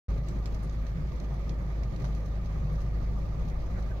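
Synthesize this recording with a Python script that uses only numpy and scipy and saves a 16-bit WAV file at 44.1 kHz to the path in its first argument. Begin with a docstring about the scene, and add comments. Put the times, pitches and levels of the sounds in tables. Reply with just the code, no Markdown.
"""Inside the cab of a vehicle creeping along a snowy mountain road.
From the start a four-cylinder engine drones at a steady speed, its moving parts chirping faintly in
every cycle, while the tyres rumble through the body and crunch on snow. From 0.2 s on the snow ticks
and bumps set the cab's air booming; small hard parts ring under a few early ticks. The trim creaks
at 1.25 s, knocks once at 2 s, creaks again at 2.6 s and three more times near the end."""
import sys
import numpy as np
from scipy import signal
from scipy.fft import rfft, irfft
from scipy.io import wavfile
from scipy.ndimage import uniform_filter1d

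SR = 44100
rng = np.random.default_rng(int(sys.argv[2]) if len(sys.argv) > 2 else 0)


def file_out(sig):
    """Save sig as 16-bit WAV at sys.argv[1]."""
    # one column per channel
    cols = np.atleast_2d(sig).T
    # limit, then scale
    lim = np.clip(cols, -1, 1)
    pcm = np.round(lim * 32767).astype(np.int16)
    wavfile.write(sys.argv[1], SR, pcm)


N = 176400
T = np.arange(N) / SR
START_S, CUTOFF_HZ = .083, 15800

# Engine speed. Each row: time in seconds, firings per second.
FIRING_RATE_HZ = [(0, 51.98), (1, 52.1), (2, 52.13), (3, 52.05), (4, 51.87)]
# Drone partials. Each row: multiple of the cycle rate, level in dB, left over right in dB.
ENGINE_ORDERS = [(2, -49, 0), (4, -31.5, 0), (6, -56, 0), (8, -45, 1), (9, -57, 1), (12, -49, 0),
                 (14, -61, 2), (19, -65, -1), (28, -67, -4), (38, -65, 0), (43, -62.5, 4), (54, -70, 0),
                 (62, -70, 0), (90, -72, -2), (140, -80, -3)]
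# Drone envelope. Each row: time in seconds, relative level in dB.
DRONE_LEVEL_DB = [(.12, 3), (.3, -2), (.39, 1), (.45, -2), (.65, -0.5), (.92, -0.5), (1.13, -4),
                  (1.3, -0.5), (1.88, -0.5), (1.97, -4), (2.15, 0), (2.35, -0.5), (2.6, 1), (3.03, 1.5),
                  (3.15, 0.5), (3.68, -2), (3.79, 2), (4, -4)]
CYLINDERS = 4
WAVER_BASE, WAVER_PER_ORDER, WAVER_MAX = .017, .021, 1
# Engine chirps. Each row: start as a fraction of the cycle, length in seconds,
# first and last pitch in Hz, level in dB.
ENGINE_CHIRPS = [(.12, .016, 1160, 1180, -63), (.33, .037, 1290, 1130, -54.7), (.42, .012, 1850, 1810, -70),
                 (.42, .012, 2850, 2800, -73), (.68, .016, 2840, 2700, -74), (.77, .013, 620, 530, -57),
                 (.77, .018, 1110, 1210, -65), (.88, .016, 1880, 1980, -66), (.89, .011, 2460, 2440, -67),
                 (.98, .014, 2380, 2290, -71)]
CHIRP_SPREAD_DB, CHIRP_JITTER_S, CHIRP_DETUNE = .9, .001, .005
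CHIRP_PAN_DB, CHIRP_PHASE_SPREAD_RAD, CHIRP_ROUGHNESS = -2.5, .52, .1

# Cab stereo width. Each row: frequency in Hz, left-right correlation.
CAB_CORRELATION = [(30, 0.92), (110, 0.97), (180, 0.84), (280, 0.61), (550, 0.45), (900, 0.25),
                   (1500, -0.42), (3000, 0.013), (15000, -0.13)]
# Cab balance. Each row: frequency in Hz, left over right in dB.
CAB_BALANCE_DB = [(50, 1), (120, 2.5), (200, -1), (260, 2), (380, -7), (550, 3.5), (750, -1.5),
                  (1200, -1.5), (1900, -5), (2400, -6.5), (4000, -4), (5800, -10.5), (7000, 1), (9000, 3),
                  (12000, 2.5), (15000, -4.5)]

# Noise spectra. Each row: frequency in Hz, relative density in dB.
ROAD_SPECTRUM = [(10, -15.5), (22, -2.5), (40, -7), (65, -2), (85, -9), (140, -5), (200, -13), (235, -15),
                 (300, -18.5), (370, -17), (445, -22), (500, -20), (600, -20.5), (750, -27.5), (1000, -29),
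                 (1200, -26.5), (1380, -32.5), (2200, -33.5), (2800, -43), (4300, -42), (5300, -46.5),
                 (6300, -46.5), (7300, -54), (8700, -61.5), (11500, -57.5), (15500, -55.5)]
SHUDDER_SPECTRUM = [(8, -20), (17, -4), (26, -13), (40, -8.5), (62, -7), (85, -13.5), (130, -35),
                    (400, -98)]
BOOM_SPECTRUM = [(50, -32.5), (90, -24), (125, 3), (158, -1), (190, 0.5), (230, -27.5), (400, -19.5),
                 (2000, -80)]
ROAR_SPECTRUM = [(250, -38), (480, 2), (580, 4), (780, 2.5), (1050, -6), (1400, -12), (3000, -44)]
SNOW_SPECTRUM = [(300, -46), (900, -17), (2000, 5.5), (2900, 1), (3600, 1), (4270, 6), (4700, 1.5),
                 (5150, 4), (5500, -1.5), (5920, 5), (6600, 1.5), (7150, -11), (7550, -9.5), (8300, -15.5),
                 (11500, -10.5), (15500, -24.5)]
KNOCK_SPECTRUM = [(200, -4), (600, 6), (1000, 1), (1500, 2), (2200, -8), (3500, -19), (9000, -44)]
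ROAD_DB, ROAD_PATCH_DB, ROAD_FLICKER_DB = -39.5, 1.6, 1.0
# Envelopes of body shudder, body boom and tyre roar. Each row: time in seconds, level in dB.
SHUDDER_LEVEL_DB = [(0, -63), (1, -41), (1.8, -45), (2.5, -42), (3.1, -36), (3.5, -37), (4, -40)]
BOOM_LEVEL_DB = [(.1, -45), (.33, -65), (.46, -50), (.67, -40.5), (.83, -62), (.97, -36), (1.15, -49),
                 (1.4, -42.5), (1.9, -44), (2.04, -42.5), (2.21, -47.5), (2.7, -42), (2.95, -42.5),
                 (3.2, -41.5), (3.47, -38.5), (3.63, -69), (3.8, -41.5), (4, -51.5)]
ROAR_LEVEL_DB = [(.1, -58.5), (.47, -60.5), (.67, -60), (.8, -64), (1.15, -62.5), (1.35, -51.5),
                 (1.48, -67), (1.67, -55.5), (1.9, -57), (2.05, -57.5), (2.35, -59.5), (2.65, -55.5),
                 (2.92, -60), (3.3, -61), (3.42, -52.5), (3.6, -55), (3.9, -54), (4, -50.5)]

# Snow ticks. Each row: start in seconds, level in dB, treble lift in dB, attack in seconds.
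SNOW_TICKS = [(.17, -61, 6, .006), (.2845, -52, 1, .002), (.4572, -48, -3, .0015), (.521, -55, -7, .005),
              (.543, -51, 0, .005), (.627, -56, 12, .007), (.6957, -55.5, -6, .001), (.725, -59, 5, .008),
              (.8665, -54, -3, .001), (1.1187, -60, -5, .001), (1.1586, -61, -4, .001),
              (1.1997, -55, -3, .001), (1.337, -57, 7, .008), (1.4925, -51, -7, .001),
              (1.8337, -54, -4, .001), (1.9609, -55.5, -2, .001), (1.995, -55, 2, .005),
              (2.018, -56, 1, .005), (2.0423, -52, 1, .002), (2.051, -52, 0, .005), (2.1475, -53, 2, .003),
              (2.2564, -57, 6, .004), (2.4578, -55, -2, .001), (2.724, -63, 19, .009),
              (2.755, -60, 3, .004), (2.8025, -54.5, 3, .003), (2.815, -57, 4, .005),
              (3.182, -61, 11, .007), (3.392, -56, 5, .007), (3.477, -55, 3, .004), (3.497, -56, 3, .004),
              (3.795, -54, 5, .006), (3.823, -55, -5, .004)]
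TICK_T60_S, TICK_GRAININESS, TICK_SHELF_HZ = .085, .35, 8000
SNAP_DB, SNAP_S = 7, .003
CRUNCH_PER_S, CRUNCH_DB, CRUNCH_SPREAD_DB, CRUNCH_T60_S = 75, -70.5, -2, .06

# Road bumps. Each row: start in seconds, level in dB, pitch of the push in Hz.
ROAD_BUMPS = [(.18, -36, 135), (.95, -31.5, 155), (1.23, -37.5, 157), (1.31, -38, 128), (1.54, -38, 112),
              (1.62, -38, 160), (2.01, -29, 133), (2.625, -32, 150), (2.7, -34, 144), (3.08, -34, 144),
              (3.41, -38, 150), (3.735, -32, 157)]
# Cab air modes. Each row: frequency in Hz, relative level in dB, T60 in seconds.
CAB_AIR_MODES = [(112, 0, .25), (130, 0, .32), (144, -1, .38), (156, 0, .38), (182, 1, .3)]
BUMP_RISE_S, BUMP_DETUNE, BUMP_FALLOFF_DB_PER_HZ = .025, .01, .35

# Tiny metallic rings. Each row: start in seconds, pitch in Hz, level in dB.
METAL_TINKS = [(.2845, 7650, -59), (.4572, 7480, -62), (.628, 7700, -65), (.631, 9500, -62)]
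TINK_RISE_S, TINK_T60_S, TINK_ROUGHNESS = .002, .11, .5

# Trim creaks. Each row: start and length in seconds, first and last pitch in Hz,
# bandwidth in Hz, level in dB.
TRIM_CREAKS = [(1.25, .04, 1800, 1750, 200, -64), (2.648, .045, 2580, 2640, 220, -63),
               (3.51, .05, 2100, 2000, 700, -57.5), (3.735, .075, 2100, 1500, 650, -54.5),
               (3.9, .04, 1560, 1620, 200, -52)]
CREAK_PAN_DB = -4.0
KNOCK_START_S, KNOCK_DB, KNOCK_RISE_S, KNOCK_T60_S = 2.0415, -41, .001, .09


def amp(db):
    """Decibels to gain."""
    return 10 ** (np.asarray(db) / 20)


def unit(x):
    """Scales to rms 1."""
    return x / np.sqrt(np.mean(abs(x) ** 2) + 1e-20)


def at_hz(table, hz):
    """Interpolates a table over log frequency."""
    table_hz, values = np.transpose(table)
    return np.interp(np.log(hz + 1), np.log(table_hz + 1), values)


def over_time(table):
    """Interpolates a table at every sample."""
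    return np.interp(T, *np.transpose(table))


def pan(db):
    """Stereo gains for left over right in dB."""
    half_db = np.atleast_1d(db) / 2
    gains = amp([half_db, -half_db])
    return gains / np.sqrt((gains ** 2).mean(0))


def add(mix, start_s, sound):
    """Mixes in a stereo sound."""
    part = mix[:, max(round(start_s * SR), 0):][:, :sound.shape[1]]
    part += sound[:, :part.shape[1]]


def drift(rate_hz, size):
    """Complex low-pass noise, rms 1."""
    white = rng.standard_normal((size, 2)) @ [1, 1j]
    lowpass = np.exp(-.5 * (np.fft.fftfreq(size, 1 / SR) / rate_hz) ** 2)
    return unit(np.fft.ifft(white * lowpass))


def colour(white, spectrum):
    """Gives white stereo sound a spectrum and the cab's stereo image at equal power."""
    hz = np.fft.rfftfreq(N, 1 / SR)
    left, other = rfft(white)
    correlation = np.clip(at_hz(CAB_CORRELATION, hz), -1, 1)
    right = correlation * left + np.sqrt(1 - correlation ** 2) * other
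    stereo = np.array([left, right]) * pan(at_hz(CAB_BALANCE_DB, hz))
    return irfft(stereo * unit(amp(at_hz(spectrum, hz))), N)


def engine_drone(cycles):
    """Engine orders, led by the firing rate; higher ones waver more."""
    out = np.zeros((2, N))
    for order, db, pan_db in ENGINE_ORDERS:
        waver = min(WAVER_BASE + WAVER_PER_ORDER * order, WAVER_MAX)
        tone = np.exp(2j * np.pi * (order * cycles + rng.random()))
        tone *= 1 + waver * drift(rate_hz=3, size=N)
        out += amp(db) * pan(pan_db) * unit(tone.real)
    return out * unit(amp(over_time(DRONE_LEVEL_DB)))


def engine_chirps(cycles):
    """Moving parts squeak in short glides at the same points of each cycle."""
    out = np.zeros((2, N))
    for place, length_s, first_hz, last_hz, db in ENGINE_CHIRPS:
        progress = np.linspace(0, 1, int(length_s * SR))
        glide_hz = first_hz + (last_hz - first_hz) * progress
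        for start_s in np.interp(np.arange(int(cycles[-1])) + place, cycles, T):
            loud, late, sharp, left, right = rng.standard_normal(5)
            turns = np.cumsum(glide_hz) * (1 + CHIRP_DETUNE * sharp) / SR + rng.random()
            tone = np.sin(2 * np.pi * turns + CHIRP_PHASE_SPREAD_RAD * np.array([[left], [right]]))
            envelope = amp(db + CHIRP_SPREAD_DB * loud) * np.sin(np.pi * progress)
            add(out, start_s + CHIRP_JITTER_S * late, envelope * tone)
    return out * pan(CHIRP_PAN_DB) * (1 + CHIRP_ROUGHNESS * drift(rate_hz=150, size=N).real)


def road_noise():
    """Steady tyre and engine noise through the body, with drifting patches and slight flicker."""
    spectrogram = signal.stft(rng.standard_normal((2, N)), nperseg=512)[2]
    bins, frames = spectrogram.shape[1:]
    patches = uniform_filter1d(rng.standard_normal((bins, frames)), size=7, axis=0)
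    patches = unit(uniform_filter1d(patches, size=7, axis=1))
    flicker = unit(uniform_filter1d(rng.standard_normal(frames), size=5))
    gain = amp(ROAD_PATCH_DB * patches + ROAD_FLICKER_DB * flicker)
    noise = signal.istft(spectrogram * gain, nperseg=512)[1][:, :N]
    return amp(ROAD_DB) * colour(unit(noise), ROAD_SPECTRUM)


def road_swell(spectrum, level_db):
    """One band of road noise, swelling as the wheels meet ruts and snow."""
    return amp(over_time(level_db)) * colour(rng.standard_normal((2, N)), spectrum)


def snow_crunch():
    """Snow under the tyres: many faint, decaying ticks at random times."""
    sizes = amp(CRUNCH_SPREAD_DB * np.minimum(rng.exponential(1, N), 3))
    onsets = rng.random(N) < CRUNCH_PER_S / SR
    power_decay = amp(-60 / (CRUNCH_T60_S * SR)) ** 2
    power = signal.lfilter([1], [1, -power_decay], (sizes * onsets) ** 2)
    grains = unit(np.sqrt(power) * rng.standard_normal((2, N)))
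    return amp(CRUNCH_DB) * colour(grains, SNOW_SPECTRUM)


def snow_ticks():
    """A snap, then grains dying away in the cab; a slow attack softens it to a crunch."""
    out, t = np.zeros((2, N)), np.arange(8192) / SR
    hz = np.fft.rfftfreq(len(t), 1 / SR)
    shelf = 1 / (1 + (TICK_SHELF_HZ / (hz + 1)) ** 8)
    decay = amp(SNAP_DB * np.exp(-(t / SNAP_S) ** 2) - 60 * t / TICK_T60_S)
    for start_s, db, lift_db, attack_s in SNOW_TICKS:
        envelope = np.minimum(t / attack_s, 1) * decay
        noise = rng.standard_normal((2, len(t)))
        grains = unit(noise * np.exp(TICK_GRAININESS * drift(rate_hz=200, size=len(t)).real))
        shelved = irfft(rfft(grains) * amp(lift_db * shelf))
        add(out, start_s, amp(db) * envelope * shelved)
    return colour(out, SNOW_SPECTRUM)


def road_bumps():
    """Each bump pushes the body softly and rings the cab's air modes, most those near its pitch."""
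    out, t = np.zeros((2, N)), np.arange(SR // 2) / SR
    push = np.sin(np.pi / 2 * np.minimum(t / BUMP_RISE_S, 1)) ** 2
    for start_s, db, push_hz in ROAD_BUMPS:
        for mode_hz, mode_db, t60_s in CAB_AIR_MODES:
            detuned_hz = mode_hz * (1 + BUMP_DETUNE * rng.standard_normal())
            ring = np.sin(2 * np.pi * (detuned_hz * t + rng.random()))
            level_db = db + mode_db - BUMP_FALLOFF_DB_PER_HZ * abs(mode_hz - push_hz)
            decay_db = 60 * np.maximum(t - BUMP_RISE_S, 0) / t60_s
            add(out, start_s, pan(0) * amp(level_db - decay_db) * push * ring)
    return out


def metal_tinks():
    """Small hard parts ring briefly under some ticks."""
    out, t = np.zeros((2, N)), np.arange(8192) / SR
    envelope = np.minimum(t / TINK_RISE_S, 1) * amp(-60 * t / TINK_T60_S)
    for start_s, hz, db in METAL_TINKS:
        ring = np.sin(2 * np.pi * (hz * t + rng.random()))
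        ring *= 1 + TINK_ROUGHNESS * drift(rate_hz=200, size=len(t)).real
        add(out, start_s, amp(db) * pan(at_hz(CAB_BALANCE_DB, hz)) * envelope * ring)
    return out


def trim_creaks():
    """Brief rubbing in one gliding resonance of the trim."""
    out = np.zeros((2, N))
    for start_s, length_s, first_hz, last_hz, width_hz, db in TRIM_CREAKS:
        progress = np.linspace(0, 1, int(length_s * SR))
        glide_hz = first_hz + (last_hz - first_hz) * progress
        carrier = np.exp(2j * np.pi * np.cumsum(glide_hz) / SR)
        rub = np.array([drift(width_hz / 2, size=8192)[:len(progress)] for side in range(2)])
        add(out, start_s, amp(db) * np.sin(np.pi * progress) * unit((rub * carrier).real))
    return out * pan(CREAK_PAN_DB)


def trim_knock():
    """Loose trim knocks once, dully, on a bump."""
    t = np.maximum(T - KNOCK_START_S, 0)
    envelope = np.minimum(t / KNOCK_RISE_S, 1) * amp(KNOCK_DB - 60 * t / KNOCK_T60_S)
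    return envelope * colour(rng.standard_normal((2, N)), KNOCK_SPECTRUM)


def scene():
    """Engine, road, snow and trim, heard in the cab."""
    cycles = .24 + np.cumsum(over_time(FIRING_RATE_HZ)) / CYLINDERS / SR
    shudder = road_swell(SHUDDER_SPECTRUM, SHUDDER_LEVEL_DB)
    boom = road_swell(BOOM_SPECTRUM, BOOM_LEVEL_DB)
    roar = road_swell(ROAR_SPECTRUM, ROAR_LEVEL_DB)
    engine = engine_drone(cycles) + engine_chirps(cycles)
    road = road_noise() + shudder + boom + roar + road_bumps()
    return engine + road + snow_ticks() + metal_tinks() + snow_crunch() + trim_knock() + trim_creaks()


def record(dry):
    """Cuts in and out over 3 ms, then low-passes."""
    gate = np.clip(np.minimum(T - START_S, T[-1] - T) / .003, 0, 1)
    lowpass = signal.firwin(511, CUTOFF_HZ, window=("kaiser", 9), fs=SR)
    return signal.oaconvolve(dry * gate, lowpass[None], "same")


dry = scene()
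out = record(dry)
file_out(out)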